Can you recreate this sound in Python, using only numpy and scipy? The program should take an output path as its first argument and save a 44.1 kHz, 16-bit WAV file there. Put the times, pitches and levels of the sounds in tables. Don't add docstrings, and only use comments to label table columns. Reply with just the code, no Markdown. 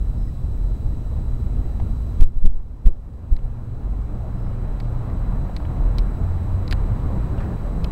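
import sys
import numpy as np
from scipy import signal
from scipy.io import wavfile
from scipy.ndimage import uniform_filter1d

SR = 44100
rng = np.random.default_rng(int(sys.argv[2]) if len(sys.argv) > 2 else 0)


def gain_from_db(level_db):
    decades = np.asarray(level_db, float) / 20
    return 10 ** decades


def generate_wav(signal):
    frames = np.transpose(np.atleast_2d(signal))
    scaled = np.clip(frames, -1, 1) * 32767
    pcm = np.round(scaled).astype(np.int16)
    wavfile.write(sys.argv[1], SR, pcm)


N = 348831
HZ, FRAME_S = np.fft.rfftfreq(2048, 1 / SR), np.arange(N // 512 + 5) * 512 / SR


def evened(x):
    return x / np.sqrt(np.mean(x ** 2) + 1e-20)


def peaked(x):
    return x / abs(x).max()


def read(points, hz):
    f, value = np.transpose(points)
    return np.interp(np.log(hz + 1), np.log(f + 1), value)


def add(mix, start_s, sound):
    part = mix[round(start_s * SR):][:len(sound)]
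    part += sound[:len(part)]


def resonate(x, hz, width_hz):
    turn = np.exp(2j * np.pi * np.cumsum(hz * np.ones(len(x))) / SR)
    pole = np.exp(-np.pi * width_hz / SR)
    smooth = signal.lfilter([1 - pole], [1, -pole], x / turn + 1e-18)
    return 2 * (turn * smooth).real


def resonate_twice(x, hz, width_hz):
    return resonate(resonate(x, hz, width_hz), hz, width_hz)


def steep(x, hz, width_hz):
    return resonate(resonate_twice(x, hz, width_hz), hz, width_hz)


def slow(top_hz):
    rates_hz = np.geomspace(.3, top_hz, num=16)
    return evened(sum(np.sin(2 * np.pi * (f * FRAME_S + rng.random())) / np.sqrt(f) for f in rates_hz))


def noise(field_db, patchy_db):
    a, b, patches = rng.standard_normal((field_db.shape[1], 1025, 3)).T
    gusts = evened(uniform_filter1d(uniform_filter1d(patches, size=120, axis=0), size=3, axis=1))
    patches = evened(uniform_filter1d(uniform_filter1d(patches, size=14, axis=0), size=8, axis=1))
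    patches = patches + 0.63 * gusts
    spectra = (a + 1j * b) * gain_from_db(field_db + patchy_db * patches)
    return signal.istft(spectra, nperseg=2048, noverlap=1536)[1][:N]


def note(row, width_hz, clean, edge, waver_hz=0):
    start_s, length_s, from_hz, to_hz, level_db = row
    size = round(length_s * SR)
    waver = waver_hz * np.cos(2 * np.pi * 23 * np.arange(size) / SR)
    hz = np.linspace(from_hz, to_hz, size) + waver
    blur = evened(resonate_twice(rng.standard_normal(2 * SR)[:size], hz, width_hz))
    tone = np.sqrt(2) * np.sin(2 * np.pi * np.cumsum(hz) / SR)
    swell = signal.windows.tukey(size, np.clip(edge, 0, 1))
    return start_s, gain_from_db(level_db) * (clean * tone + (1 - clean) * blur) * swell


# start_s, quick_db, slow_db
GAIN_DROPS = [
    (2.225, 0, 9),
    (2.461, -1.5, 5.5),
    (2.875, -1.2, 3),
    (3.33, -0.7, 0.6),
]
REST_DB, DRIFT_DB_PER_S = -.5, 0.2021
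GRAB_S, QUICK_S, SLOW_S = 0.014, 0.65, 1.145


def gain():
    t = np.arange(0, N + 64, 64) / SR
    db = REST_DB + DRIFT_DB_PER_S * t
    for start_s, quick_db, slow_db in GAIN_DROPS:
        u = np.maximum(t - start_s, 0)
        drop_db = quick_db * np.exp(-u / QUICK_S) + slow_db * np.exp(-u / SLOW_S)
        db = db - np.minimum(u / GRAB_S, 1) * drop_db
    return gain_from_db(np.interp(np.arange(N) / SR, t, db))


# freq_hz, density_db
ROAD_COLOUR = [(8.8, -54), (15, -4), (37, 2.5), (78, -5.5), (128, -15.5), (180, -24), (232, -21),
               (291, -29.5), (392, -33.5), (459, -36.5), (777, -41.5), (1230, -47.5), (1390, -49),
               (1460, -54.5), (1950, -57.5), (3500, -69), (4550, -73), (7700, -120)]
# freq_hz, density_db
WALL_COLOUR = [(8.8, -43), (15, 1.5), (37, 0), (95, -5.5), (140, -8.5), (216, -15), (349, -24),
               (449, -24.5), (1090, -30.5), (3500, -58.5), (4550, -63), (7700, -120)]
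# time_s, wall_share (0-1), traffic_db
WALK_PATH = [
    (0, 0.24, 2),
    (.6, 0.1, 4.5),
    (1.2, 0, 8),
    (2.2, 0, 6),
    (3.2, 0.48, 2),
    (4, 0.53, 4),
    (5.2, 0.85, 1),
    (6.2, 0.71, 3),
    (7.1, 0.86, 2),
    (7.91, 0.78, 1),
]
ROAD_DB, WALL_DB = -21.5, -18.5
RUMBLE_DB, RUMBLE_TO_WALL_DB, RUMBLE_SWELL_DB, ROAR_SWELL_DB = 3, -2.5, 0.2, .5


def traffic():
    time_s, *columns = np.transpose(WALK_PATH)
    wall, level_db = (np.interp(FRAME_S, time_s, c) for c in columns)
    wall = np.clip(wall, 0, 1)
    rumble_db = RUMBLE_DB + RUMBLE_TO_WALL_DB * wall + 0.26 * level_db + RUMBLE_SWELL_DB * slow(4.0)
    roar_db = level_db + ROAR_SWELL_DB * slow(3.5)
    road, patio = read(ROAD_COLOUR, HZ), read(WALL_COLOUR, HZ)
    road = road + ROAD_DB - 10 * np.log10(np.sum(gain_from_db(road) ** 2))
    patio = patio + WALL_DB - 10 * np.log10(np.sum(gain_from_db(patio) ** 2))
    low = 1 / (1 + (HZ / 110) ** 2)[:, None]
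    colour = road[:, None] * (1 - wall) + patio[:, None] * wall
    field = colour + low * rumble_db + (1 - low) * roar_db
    return noise(field - 3.2, patchy_db=0.84)


# start_s, length_s, from_hz, to_hz, level_db
IDLE_NOTES = [
    (0, 0.71, 118.1, 126.6, -35.5),
    (.6, 0.38, 123, 121.4, -35.5),
    (0.999, 0.68, 121.8, 118.6, -32.5),
    (1.749, 0.63, 116.1, 113.4, -33.5),
    (3.302, 1, 117, 116.3, -34),
    (3.999, 0.95, 116.2, 115.6, -32),
    (4.6, 0.826, 116, 116.8, -30),
    (5.549, 0.62, 114.8, 115.9, -31.5),
    (6.197, 1, 117, 112.3, -39),
    (6.799, 0.97, 115.9, 116.7, -33.5),
]
# start_s, length_s, from_hz, to_hz, level_db
BUS_NOTES = [
    (0, .35, 36, 46, -19),
    (.55, .25, 41, 40.7, -22),
    (3.8, .3, 45, 50, -23),
    (4.45, .6, 39.6, 38.5, -24),
    (5.05, .58, 37, 39.8, -21),
    (5.77, .19, 39.5, 39.7, -15),
    (5.94, .22, 39.9, 40.3, -15),
    (6.5, .85, 38.6, 38.9, -23),
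    (7.05, .3, 48, 52, -21),
    (7.5, .41, 40, 39.5, -23),
]
# start_s, length_s, from_hz, to_hz, level_db
CAR_NOTES = [
    (.45, .35, 100, 104, -29),
    (4.2, .5, 180, 182, -41),
    (4.3, .45, 92, 88, -29),
    (5.5, .25, 300, 340, -42),
    (5, 1.2, 178, 177, -41),
    (5.55, .4, 296, 298, -42),
    (6.12, .58, 84, 94, -23),
    (6.4, 1.1, 177, 176, -41),
    (6.65, .35, 97, 107, -26),
    (7.72, .3, 166, 167, -29),
]


def engines():
    out = np.zeros(N)
    for row in IDLE_NOTES:
        add(out, *note(row, 7, clean=.65, edge=.5))
    for row in BUS_NOTES:
        add(out, *note(row, 5.1, clean=.8, edge=.7))
    for row in CAR_NOTES:
        add(out, *note(row, 8, clean=.6, edge=.4))
    return out / gain()


# freq_hz, density_db
HISS_COLOUR = [(1470, -58), (2500, -4.5), (3460, -7.5), (3940, -10.5), (4670, -8), (7320, -9.5),
               (7900, -17), (8340, -10.5), (14400, -16.5), (15800, -14.5)]


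def input_hiss():
    field = read(HISS_COLOUR, HZ)[:, None] + 0 * FRAME_S
    return gain_from_db(-65.5) * evened(noise(field, patchy_db=.3))


# freq_hz, level_db, swing_rad
CLOCK_LINES = [
    (3933.6, -69.5, .15),
    (7867.1, -73, .9),
    (14182.9, -78.5, .9),
    (11767.5, -83, 1.05),
    (10282, -86, .9),
    (15665, -87, .9),
]
FRAME_HZ, JITTER_DB = 14.985, -68


def sensor_clock():
    t = np.arange(N) / SR
    flip = np.tanh(12 * np.cos(2 * np.pi * FRAME_HZ * t))
    whine, jitter = np.zeros(N), np.zeros(N)
    for hz, level_db, swing_rad in CLOCK_LINES:
        fuzz = evened(resonate(rng.standard_normal(N), hz, 270))
        line = np.sqrt(2) * np.cos(2 * np.pi * hz * t + swing_rad * flip)
        whine += gain_from_db(level_db) * (line + gain_from_db(-2.5) * fuzz)
        jitter += gain_from_db(JITTER_DB) * (line + .4 * fuzz)
    return whine, jitter


# start_s, length_s, from_hz, to_hz, level_db
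BRAKE_SQUEAKS = [
    (.168, .143, 5240, 5110, -69),
    (4.365, .146, 5150, 5170, -73),
]


def squeaks():
    out = np.zeros(N)
    for row in BRAKE_SQUEAKS:
        add(out, *note(row, 200, clean=.55, edge=.15, waver_hz=45))
    return out / gain()


# start_s, level_db, freq_hz,
# width_hz, t60_s
CLANKS_AND_KNOCKS = [(.27, -58, 1940, 70, .12), (.92, -59, 1910, 60, 0.089), (1.585, -58, 760, 90, 0.092),
                     (1.64, -54, 1930, 70, 0.089), (2.867, -35, 476, 180, 0.07), (2.885, -35.5, 300, 200, .1),
                     (3.435, -45, 900, 800, 0.022), (3.871, -36.5, 414, 180, 0.063),
                     (4.19, -41, 726, 200, 0.23), (4.215, -39, 648, 70, .2), (4.26, -37.5, 570, 70, 0.12),
                     (5.494, -34, 650, 400, 0.045), (5.599, -34, 790, 597, .04), (5.7, -46, 908, 830, 0.097),
                     (6.31, -37, 597, 300, 0.12), (7.377, -46, 1600, 1200, 0.046),
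                     (7.38, -48, 2750, 800, 0.068), (7.402, -34, 1370, 900, .06),
                     (7.37, -62, 2580, 2400, 0.54), (7.422, -42, 1300, 900, 0.1),
                     (7.437, -52, 1800, 2200, 0.097), (7.63, -39, 583, 41.7, 0.6),
                     (6.712, -50, 11000, 9000, .045), (6.727, -54, 11000, 9000, .05),
                     (1.7995, -43, 1300, 1600, 0.03), (7.843, -41, 2500, 900, .03)]


def clanks():
    out, t = np.zeros(N), np.arange(9000) / SR
    grains = rng.standard_normal((len(CLANKS_AND_KNOCKS), 9000))
    for (start_s, level_db, hz, width_hz, t60_s), z in zip(CLANKS_AND_KNOCKS, grains):
        ring = evened(resonate_twice(z, hz, width_hz))
        pitch = np.sqrt(2) * np.sin(2 * np.pi * hz * t)
        ring = evened(ring + 60 / width_hz * pitch)
        attack = np.minimum(t / (0.045 * t60_s), 1)
        add(out, start_s, gain_from_db(level_db - 60 * t / t60_s) * attack * ring)
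    return out / gain()


# start_s, bright_peak_db, side_db, side_hz, thud_db
CASE_TICKS = [(1.7995, -55, -54, 1900, -36), (1.802, -57, -42, 1500, -41), (2.533, -57, -53, 1800, -56),
              (3.1373, -59, -64, 1800, -63), (3.365, -39, -44, 1900, -68), (3.369, -50, -48, 2100, -60),
              (3.39, -58, -46, 2200, -47), (4.801, -36.5, -38, 1700, -52), (4.8042, -38, -36, 1880, -57),
              (4.855, -54, -44, 2200, -48), (5.099, -52, -42, 1800, -51), (5.5644, -26, -31.5, 2160, -61),
              (5.5679, -33, -35, 1800, -71), (5.573, -50, -44, 1950, -54), (5.651, -60, -36, 1750, -52),
              (5.652, -65, -41, 2400, -60), (5.6535, -62, -44, 2980, -55), (5.983, -53, -36, 4850, -60),
              (5.9884, -50, -37, 4850, -60), (5.9835, -23, -34, 2480, -44), (5.988, -31, -33, 2230, -43),
              (5.995, -45, -46, 3000, -55), (6.678, -29, -42, 2200, -52), (6.6785, -50, -41, 4850, -60),
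              (6.682, -40, -44, 2000, -60), (6.68, -35, -38, 2000, -53), (6.7106, -21, -28, 2100, -51),
              (6.7135, -35, -34, 2600, -45), (6.7175, -34, -34, 2200, -48), (6.7155, -40, -43, 2400, -53),
              (6.72, -45, -35, 2000, -49), (6.7254, -24, -18, 1850, -32), (6.725, -24, -21, 3230, -42),
              (6.729, -25, -43, 2200, -43), (6.732, -47, -32, 1680, -31.5), (7.8431, -27, -34, 4670, -50),
              (7.844, -30, -32, 2800, -33.5), (7.8455, -29, -35, 4720, -45), (7.846, -44, -32, 3000, -56)]
# freq_hz, width_hz, level_db
CASE_MODES = [(4040, 670, 10), (4850, 710, -1), (2790, 390, 1), (5950, 7500, -11.5), (8440, 550, -10),
              (12400, 12000, -13)]
RATTLE_T60_S, SNAP_SHARE = 0.011, 0.42


def ticks():
    out, t = np.zeros(N), np.arange(2400) / SR
    snap = 12 * SNAP_SHARE * (np.arange(len(t)) == 20)
    grains = rng.standard_normal((len(CASE_TICKS), 2400))
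    for (start_s, bright_db, side_db, side_hz, thud_db), z in zip(CASE_TICKS, grains):
        rattle = z * gain_from_db(-60 * t / RATTLE_T60_S) * np.minimum(t / 0.00034, 1)
        drive = (1 - SNAP_SHARE) * rattle + snap
        bright = np.zeros(len(t))
        for k, (hz, width_hz, mode_db) in enumerate(CASE_MODES):
            mode = resonate_twice(drive, hz, width_hz) / np.sqrt(width_hz)
            bright += (-1) ** k * gain_from_db(mode_db) * mode
        side = steep(drive, side_hz, 1020)
        thud = steep(drive, 580, 1100)
        tick = gain_from_db(bright_db - 1.5) * peaked(bright) + gain_from_db(side_db - 1.0) * peaked(side)
        add(out, start_s, tick + gain_from_db(thud_db + 9.5) * peaked(thud))
    return out


# pull_s, push_height, push_width_s, pull_height, pull_width_s
HAND_JOLTS = [
    (2.228, .97, .0068, 1.6, .0087),
    (2.3755, .17, .0087, .37, .0088),
    (2.4583, .63, .0094, 1.12, .0057),
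    (2.4701, -.23, .0071, .6, .0047),
    (2.5612, .24, .0088, .27, .0114),
    (2.8749, .9, .005, 1.0, .0066),
    (3.33, .48, .0043, .64, .0054),
    (3.4491, .16, .005, .14, .0128),
]
# crest_s, height, rise_s
SWING_BACKS = [
    (2.2633, .4, .007),
    (2.41, .055, .01),
    (2.4878, .2, .0054),
    (2.505, .21, .0052),
    (2.6016, .09, .0059),
    (2.9148, .17, .009),
    (3.3602, .2, .0042),
    (3.4643, .14, .0051),
]
# crest_s, height, freq_hz, width_s
GRIP_TREMORS = [
    (2.449, 0.087, 164, 0.0051),
    (2.871, .07, 181, 0.0046),
]
PUSH_LEAD = 2.345


def jolts():
    t, out = np.arange(N) / SR, np.zeros(N)
    for (pull_at_s, push, push_s, pull, pull_s), (back_at_s, back, back_s) in zip(HAND_JOLTS, SWING_BACKS):
        u = t[round((pull_at_s - .08) * SR):round((pull_at_s + .2) * SR)] - pull_at_s
        fall = u / np.where(u < 0, .537 * pull_s, 1.5 * pull_s)
        since_back = u + pull_at_s - back_at_s
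        late = since_back / np.where(since_back < 0, back_s, 2.05 * back_s)
        shape = push * np.exp(-(u / push_s + PUSH_LEAD) ** 2 / 2)
        shape = shape - pull * np.exp(-abs(fall) ** 1.59 * .63)
        add(out, pull_at_s - .08, shape + back * np.exp(-late ** 2 / 2))
    for crest_s, height, hz, width_s in GRIP_TREMORS:
        u = t - crest_s
        out += height * np.cos(2 * np.pi * hz * u) * np.exp(-(u / width_s) ** 2 / 2)
    shudder = evened(resonate(resonate(rng.standard_normal(N), 160, 200), 180, 250))
    return out + gain_from_db(16.5) * shudder * uniform_filter1d(abs(np.gradient(out)), size=600)


CLIP_UP, CLIP_DOWN, FIZZ_DB = .83, .915, -39.5


def overload(x):
    flat = np.clip(x, -CLIP_DOWN, CLIP_UP)
    excess = abs(x - flat)
    crackle = evened(resonate(rng.standard_normal(N), 1900, 3600))
    holding = np.gradient(uniform_filter1d(abs(x[0]), size=60)) > -4e-4
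    touching = (flat != x) & ((excess > .1) | holding)
    return flat + gain_from_db(FIZZ_DB) * crackle * uniform_filter1d(touching / (1 + 2.5 * excess), size=40)


def scene():
    fade = np.minimum(np.arange(N) / (.004 * SR) + .2, 1)
    return (fade * (traffic() + engines() + squeaks() + clanks()))[None]


def low_pass(x):
    return signal.sosfilt(signal.butter(12, 15990, fs=SR, output="sos"), x)


def record(dry):
    hiss = input_hiss()
    whine, jitter = sensor_clock()
    shake = jolts()
    strain = 220 * abs(uniform_filter1d(np.gradient(shake), size=150))
    x = (dry + hiss) * gain() + whine * gain() ** 1.5
    x = overload(x + strain * jitter + shake + ticks())
    x = signal.oaconvolve(x, signal.firwin(767, 15800, fs=SR)[None], "same")
    droop = signal.butter(1, .9, "high", fs=SR)
    return low_pass(signal.lfilter(*droop, x))


dry = scene()
out = record(dry)
generate_wav(out)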